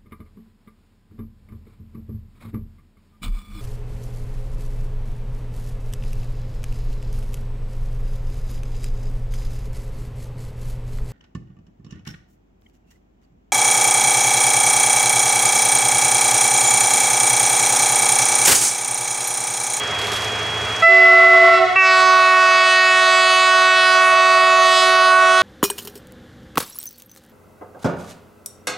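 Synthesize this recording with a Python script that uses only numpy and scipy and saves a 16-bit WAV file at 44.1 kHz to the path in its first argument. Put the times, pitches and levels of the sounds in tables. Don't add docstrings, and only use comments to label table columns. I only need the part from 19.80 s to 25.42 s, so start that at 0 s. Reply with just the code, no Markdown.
import sys
import numpy as np
from scipy import signal
from scipy.fft import rfft, irfft
from scipy.io import wavfile
from scipy.ndimage import uniform_filter1d, minimum_filter1d, map_coordinates

SR = 44100
rng = np.random.default_rng(int(sys.argv[2]) if len(sys.argv) > 2 else 0)


def bounce(signal):
    frames = np.transpose(np.atleast_2d(signal))
    limited = np.clip(frames, -1, 1)
    pcm = np.round(limited * 32767).astype(np.int16)
    wavfile.write(sys.argv[1], SR, pcm)


N = 247842
T = np.arange(N) / SR

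# (harmonic [no.], level [dB])
LOW_TIMBRE = [(1, -11), (2, -7), (3, 0), (4, -4), (5, -4.5), (6, -8), (7, -7.5), (8, -12.5), (9, -11),
              (10, -11), (11, -12), (12, -14), (13, -14), (14, -20), (15, -22.5), (16, -20.5), (17, -21.5),
              (18, -26), (19, -25), (20, -26), (21, -27), (22, -27), (23, -30), (24, -31), (25, -32),
              (26, -34.5), (27, -42), (28, -42), (29, -45.5), (30, -48.5)]
HIGH_TIMBRE = [(1, -3), (2, -9), (3, 0), (4, -13.5), (5, -22.5), (6, -23.5), (7, -28.5), (8, -27.5),
               (9, -38), (10, -60), (11, -37), (12, -45.5), (13, -47), (14, -64)]
DULL_LOW_TIMBRE = [(1, 0), (2, -5), (3, -1.5), (4, -8.5), (5, -6.5), (6, -6.5), (7, -14.5), (9, -15),
                   (12, -21), (16, -27.5), (24, -41.5)]
DULL_HIGH_TIMBRE = [(1, -3), (2, -3.5), (3, -21.5), (4, -23.5), (5, -38.5), (8, -43)]
# (level [dB], body swing [ratio], middle swing [ratio], treble swing [ratio], rise [s])
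LOW_BANDS = [(-27, 0.67, 0.032, 0.35, 0.021), (-16.5, 1.1, -0.05, -0.3, 0.07),
             (-20.5, 0.14, 1.13, -0.046, 0.068), (-18, -0.51, -0.52, -0.34, 0.057),
             (-24, -0.37, -0.35, 0.87, 0.16), (-32.5, -0.22, -0.36, 0.67, 0.12),
             (-43.5, 0.074, -0.32, 1, 0.43)]
# (time [s], level [dB])
BODY_CURVE = [(2.0, -17), (2.27, -14.5), (2.92, -21), (3.88, -18), (4.03, -21), (4.28, -16.5),
              (4.87, -14.5), (4.93, -16), (5.6, -15.5)]
MIDDLE_CURVE = [(2.0, -22.5), (2.08, -20), (3.6, -23), (3.87, -19), (4.79, -23.5), (4.85, -28),
                (5.37, -16.5), (5.6, -19.5)]
TREBLE_CURVE = [(1.98, -41), (1.99, -36), (2.07, -24), (2.64, -28), (3.17, -23.5), (3.36, -23), (3.53, -21),
                (3.89, -24), (4.12, -21), (4.22, -26), (4.77, -24.5), (4.99, -17.5), (5.43, -25.5),
                (5.6, -20.5)]
# (centre [Hz], width [Hz], gain [dB])
ONSET_PEAKS = [(2760, 260, 3.5), (5140, 180, 10.5)]
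# (level [dB], drift [dB/s], low-pressure change [dB], closing flare [dB])
HIGH_BANDS = [(-19.5, 8, -5, -1), (-10.5, -6, -10.5, -3.5), (-27, -12, -1.5, 12.5)]
# (time [s], level [dB])
SECOND_CURVE = [(1.035, -16), (1.111, -25.5), (1.161, -26), (1.325, -20.5), (1.525, -20), (1.629, -27),
                (1.653, -23), (1.775, -14), (1.8, -18.5)]
# (level [dB], drift [dB/s], closing flare [dB])
DULL_LOW_BANDS = [(-27.5, 0.5, 2), (-33, -2, 13), (-28.5, 3.5, -10)]
DULL_HIGH_BANDS = [(-24.7, 0.79, 0), (-31.5, 0.71, 0), (-34.5, -0.53, 0)]
# (base delay [s], pitch drop [ratio], gain [dB])
WALLS = [(.07, .026, 1), (.12, .019, -2.5), (.17, .008, -10)]
# (centre [Hz], width [Hz], gain [dB])
SILENCER_MODES = [(107, 29, -3.5), (79, 15, 3), (221, 13, -13), (422, 40, -8.5)]
# (frequency [Hz], level [dB])
AIR_SPECTRUM = [(80, -19), (180, -13), (400, -11.5), (700, -6.5), (1200, 1), (2500, -3), (4500, -11),
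                (9000, -18), (11000, -33), (15500, -36)]
ROLLING_SPECTRUM = [(15, -62.5), (25, -28), (107, -7), (289, -11.5), (421, -2), (523, -6), (722, -1),
                    (848, -6), (1140, -2.5), (2490, -6), (3000, -10.5), (3260, -9.5), (3530, -14.5),
                    (6730, -20), (15500, -45.5)]
TICK_SPECTRUM = [(3000, -30.5), (5000, 2.5), (6500, 4.5), (7700, -7), (9200, 1), (10500, -26), (15000, -31)]
SNAP_SPECTRUM = [(1000, -4), (3500, 2), (8000, -5.5), (12000, -13), (15500, -36)]
# (time [s], level [dB])
CRACKLE_EVENTS = [(.189, -26), (.215, -30), (.243, -31), (.269, -27), (.318, -22), (.332, -29),
                  (0.361, -28), (0.42, -29), (.445, -33)]

LOW_HZ, LOW_START_S, LOW_SHARP_RATIO, LOW_SETTLE_S = 371.95, 1.955, .03, .1
HIGH_HZ, HIGH_START_S, HIGH_STOP_S, HIGH_FLAT_RATIO = 671.5, 1.018, 1.75, .024
HIGH_ATTACK_S, HIGH_RELEASE_S = .0303, .096
LOW_GAIN_DB, HIGH_GAIN_DB, DULL_LOW_GAIN_DB, DULL_HIGH_GAIN_DB = 23, 19, 18, 23
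CLOSING_S, GUSTS_PER_S = .046, 11
FIRING_HZ, TURBO_START_HZ, TURBO_HZ_PER_S = 108, 3300, 12
EXHAUST_DB, ROLLING_DB, TURBO_DB, APPROACH_DB_PER_S = -36.5, -26, -28.5, .37
DUCK_THRESHOLD_DB, DUCK_ATTACK_S, DUCK_RELEASE_S, LOWPASS_HZ = .52, .0027, .25, 15700


def low_horn():
    hz = LOW_HZ * (1 + LOW_SHARP_RATIO * np.exp(-since(LOW_START_S) / LOW_SETTLE_S))
    body_db, middle_db, treble_db = swing_db(BODY_CURVE), swing_db(MIDDLE_CURVE), swing_db(TREBLE_CURVE)
    levels_db = [db + of_body * body_db + of_middle * middle_db + of_treble * treble_db
                 for db, of_body, of_middle, of_treble, _ in LOW_BANDS]
    opening = [np.clip(since(LOW_START_S) / rise_s, 0, 1) for *_, rise_s in LOW_BANDS]
    waves, amps = diaphragm(hz, LOW_TIMBRE, count=41, jitter=.00094,
                            fade_db=2.5, lag_rad=1.83, smear_rad=.055)
    parts = np.array(bands(waves, amps, levels_db, split_after=[2, 3, 4, 7, 13, 23])) * opening
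    body, brass = sum(parts[:3]), sum(parts[3:])
    peaks = sum(undb(db) * ring(brass, centre_hz, width_hz) for centre_hz, width_hz, db in ONSET_PEAKS)
    brass = brass + peaks * np.exp(-np.abs(T - 1.98) / .27)
    air = opening[1] * noise(AIR_SPECTRUM) * undb(-33 + .14 * treble_db + drift(5.83))
    echo = undb(-30) * wall_echoes(body + brass, origin_s=1.96)
    return undb(LOW_GAIN_DB) * (pan(body, -3.5) + pan(brass + air, -1.27) + echo)


def high_horn():
    pressure = 1 - np.exp(-since(HIGH_START_S) / HIGH_ATTACK_S)
    pressure *= np.exp(-since(HIGH_STOP_S) / HIGH_RELEASE_S)
    held_s = np.minimum(since(HIGH_START_S), HIGH_STOP_S - HIGH_START_S)
    hz = HIGH_HZ * (1 - HIGH_FLAT_RATIO * (1 - pressure))
    first_db, third_db, upper_db = [
        db + db_per_s * held_s + slack_db * (1 - pressure) + flare_db * closing_flare(HIGH_STOP_S)
        for db, db_per_s, slack_db, flare_db in HIGH_BANDS]
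    levels_db = [first_db, curve(SECOND_CURVE) - .5, third_db, upper_db]
    waves, amps = diaphragm(hz, HIGH_TIMBRE, count=15, jitter=.0011,
                            fade_db=-.65, lag_rad=1.74, smear_rad=.046)
    tone = -sum(bands(waves, amps, levels_db, split_after=[1, 2, 3])) * pressure ** 1.47
    air = noise(AIR_SPECTRUM) * undb(-38.5) * valve(HIGH_START_S, HIGH_STOP_S, rise_s=.15, fall_s=.076)
    echo = undb(-22) * wall_echoes(tone, origin_s=.63)
    return undb(HIGH_GAIN_DB) * (pan(tone + air, -2.1) + echo)


def dull_horn(band_table, timbre, settled_hz, sharp_ratio, settle_s, start_s, stop_s, rise_s,
              count, echo_db, pan_db):
    held_s = np.minimum(since(start_s), stop_s - start_s)
    hz = settled_hz * (1 + sharp_ratio * np.exp(-held_s / settle_s))
    waves, amps = diaphragm(hz, timbre, count, jitter=.0012, fade_db=1, lag_rad=2.5, smear_rad=.05)
    levels_db = [db + db_per_s * held_s + flare_db * closing_flare(stop_s)
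                 for db, db_per_s, flare_db in band_table]
    direct = sum(bands(waves, amps, levels_db, split_after=[1, 2]))
    direct *= valve(start_s, stop_s, rise_s, fall_s=.056)
    return pan(direct, pan_db) + undb(echo_db) * wall_echoes(direct, start_s)


def diaphragm(hz, timbre, count, jitter, fade_db, lag_rad, smear_rad):
    unsteady_hz = hz * (1 + jitter * (drift(250) + .393 * drift(30.06)))
    phase = 2 * np.pi * (np.cumsum(unsteady_hz) / SR % 1)
    orders, timbre_db = np.transpose(timbre)
    k = np.arange(1, count + 1)
    rolloff_db = np.maximum(k - orders[-1], 0)
    amps = undb(np.interp(k, orders, timbre_db) - rolloff_db)
    gust_times_s = np.arange(0, T[-1] + 1, 1 / GUSTS_PER_S)
    gusts = rng.standard_normal((len(gust_times_s), count))
    gusts = uniform_filter1d(gusts, size=2, axis=1).T * np.sqrt(2)
    depth_db = fade_db * np.sqrt(k * hz.mean() / 4000)
    faded = np.sqrt(2) * amps[:, None] * undb(depth_db[:, None] * gusts)
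    dispersion_rad = lag_rad * np.log(k) + smear_rad * k ** 2
    waves = [np.interp(T, gust_times_s, amp) * np.cos(np.float32(order * phase - shift))
             for order, amp, shift in zip(k, faded, dispersion_rad)]
    return np.array(waves), amps


def bands(waves, amps, levels_db, split_after):
    groups = zip(np.split(waves, split_after), np.split(amps, split_after), levels_db)
    return [wave.sum(0) * undb(db) / np.linalg.norm(amp) for wave, amp, db in groups]


def valve(start_s, stop_s, rise_s, fall_s):
    return np.clip((T - start_s) / rise_s, 0, 1) * np.exp(-since(stop_s) / fall_s)


def closing_flare(stop_s):
    return np.exp(-((T - stop_s - CLOSING_S / 2) / CLOSING_S) ** 2)


def wall_echoes(x, origin_s):
    thin = signal.sosfilt(signal.butter(4, 560, "high", fs=SR, output="sos"), x)
    echoes = sum(undb(db) * map_coordinates(thin, [(T - delay_s - drop * (T - origin_s)) * SR], order=1)
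                 for delay_s, drop, db in WALLS)
    return pan(echoes, -1.5)


def scatter(x, t60_s, wet_db):
    spectrum = [(300, 0), (2000, -1.5), (6000, -5), (15000, -41.5)]
    decay = undb(-60 * T / t60_s) * (T > .025)
    tails = [noise(spectrum) * decay for _ in range(2)]
    wet = [signal.fftconvolve(x.mean(0), tail[:SR] / np.linalg.norm(tail))[:N] for tail in tails]
    return undb(wet_db) * np.array(wet)


def train():
    whistle = turbo()
    wheels = rolling() * undb(ROLLING_DB)
    engine = pan(exhaust() * undb(EXHAUST_DB) + whistle, -.9)
    return (wheels + engine) * undb(APPROACH_DB_PER_S * T)


def rolling():
    beat = (.5 + .5 * np.cos(2 * np.pi * FIRING_HZ / 4 * (T - .632))) ** 3
    ticks = noise(TICK_SPECTRUM) * beat * undb(-10 + 2.4 * drift(25))
    clatter = np.resize(rng.standard_normal(int(16 * SR / FIRING_HZ)), N)
    running = colour(rng.standard_normal(N) + undb(-7) * clatter, ROLLING_SPECTRUM)
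    running *= undb(.42 * drift(17))
    side = undb(-14) * noise(ROLLING_SPECTRUM) * np.array([[1], [-1]])
    return pan(running + ticks, -1.7) + side


def turbo():
    hz = TURBO_START_HZ + TURBO_HZ_PER_S * T + 9 * drift(120)
    return unit(np.sin(2 * np.pi * np.cumsum(hz) / SR)) * undb(TURBO_DB + .7 * drift(28))


def exhaust():
    times_s = np.arange(0, T[-1], 1 / FIRING_HZ)
    cycle_rad = 2 * np.pi * FIRING_HZ / 8 * (times_s - .083)
    throb = 1 + .85 * np.cos(cycle_rad) + .35 * np.cos(2 * cycle_rad)
    pulses = np.zeros(N)
    pulses[(times_s * SR).astype(int)] = throb * undb(2.5 * rng.standard_normal(len(times_s)))
    return unit(sum(undb(db) * ring(ring(pulses, hz, width_hz), hz, width_hz)
                    for hz, width_hz, db in SILENCER_MODES))


def crackles():
    envelope = np.zeros(N)
    for start_s, db in CRACKLE_EVENTS:
        burst = np.exp(-since(start_s) / .0031)
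        rustle = .42 * np.exp(-since(start_s) / .044)
        envelope += undb(db) * (T >= start_s) * (burst + rustle)
    snaps = rng.standard_normal(N) * undb(2.5 * np.minimum(rng.exponential(size=N), 5))
    return pan(colour(snaps, SNAP_SPECTRUM) * envelope * undb(-.5), -1.2)


def undb(db):
    return 10 ** (np.asarray(db) / 20)


def unit(x):
    return x / np.sqrt(np.mean(x ** 2) + 1e-18)


def since(start_s):
    return np.maximum(T - start_s, 0)


def curve(table):
    return np.interp(T, *np.transpose(table))


def swing_db(table):
    db = curve(table)
    return db - db[T > LOW_START_S].mean()


def drift(rate_hz):
    hold = int(SR / rate_hz)
    steps = np.repeat(rng.standard_normal(N // hold + 2), hold)[rng.integers(hold):]
    return 1.49 * uniform_filter1d(uniform_filter1d(steps, hold), hold)[:N]


def colour(x, spectrum):
    hz, db = np.transpose(spectrum)
    bins_hz = np.maximum(np.arange(N // 2 + 1) * SR / N, 1)
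    return unit(irfft(rfft(x) * undb(np.interp(np.log(bins_hz), np.log(hz), db)), N))


def noise(spectrum):
    return colour(rng.standard_normal(N), spectrum)


def ring(x, hz, width_hz):
    return signal.lfilter(*signal.iirpeak(hz, hz / width_hz, fs=SR), x)


def pan(x, pan_db):
    return x * undb(np.array([[pan_db], [-pan_db]]) / 2)


def scene():
    dull_low = dull_horn(DULL_LOW_BANDS, DULL_LOW_TIMBRE, settled_hz=372.4, sharp_ratio=.04,
                         settle_s=.06, start_s=1.065, stop_s=1.81, rise_s=.061,
                         count=26, echo_db=-4.5, pan_db=-5.5)
    dull_high = dull_horn(DULL_HIGH_BANDS, DULL_HIGH_TIMBRE, settled_hz=659, sharp_ratio=.011,
                          settle_s=.137, start_s=1.99, stop_s=6, rise_s=.053,
                          count=10, echo_db=-12, pan_db=-4.5)
    dull_low *= undb(DULL_LOW_GAIN_DB)
    dull_high *= undb(DULL_HIGH_GAIN_DB + .58 * swing_db(BODY_CURVE))
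    horns = high_horn() + low_horn() + dull_low + dull_high
    return horns + scatter(horns, t60_s=.68, wet_db=-17) + train() + crackles()


def record(dry):
    release = np.exp(-T / DUCK_RELEASE_S)
    peaks = np.maximum.accumulate(np.abs(dry).max(0) / release) * release
    envelope = uniform_filter1d(peaks, int(DUCK_ATTACK_S * SR) + 1)
    ducked = dry / np.maximum(envelope / undb(DUCK_THRESHOLD_DB), 1)
    bent = ducked + .095 * ducked ** 2
    bent = signal.sosfilt(signal.butter(2, 25, "high", fs=SR, output="sos"), bent)
    hold = int(.0023 * SR)
    limiter_gain = .97 / np.maximum(np.abs(bent).max(0), .97)
    limited = bent * uniform_filter1d(minimum_filter1d(limiter_gain, hold), hold)
    return signal.sosfilt(signal.ellip(10, .1, 70, LOWPASS_HZ, fs=SR, output="sos"), limited)


dry = scene()
out = record(dry)
bounce(out)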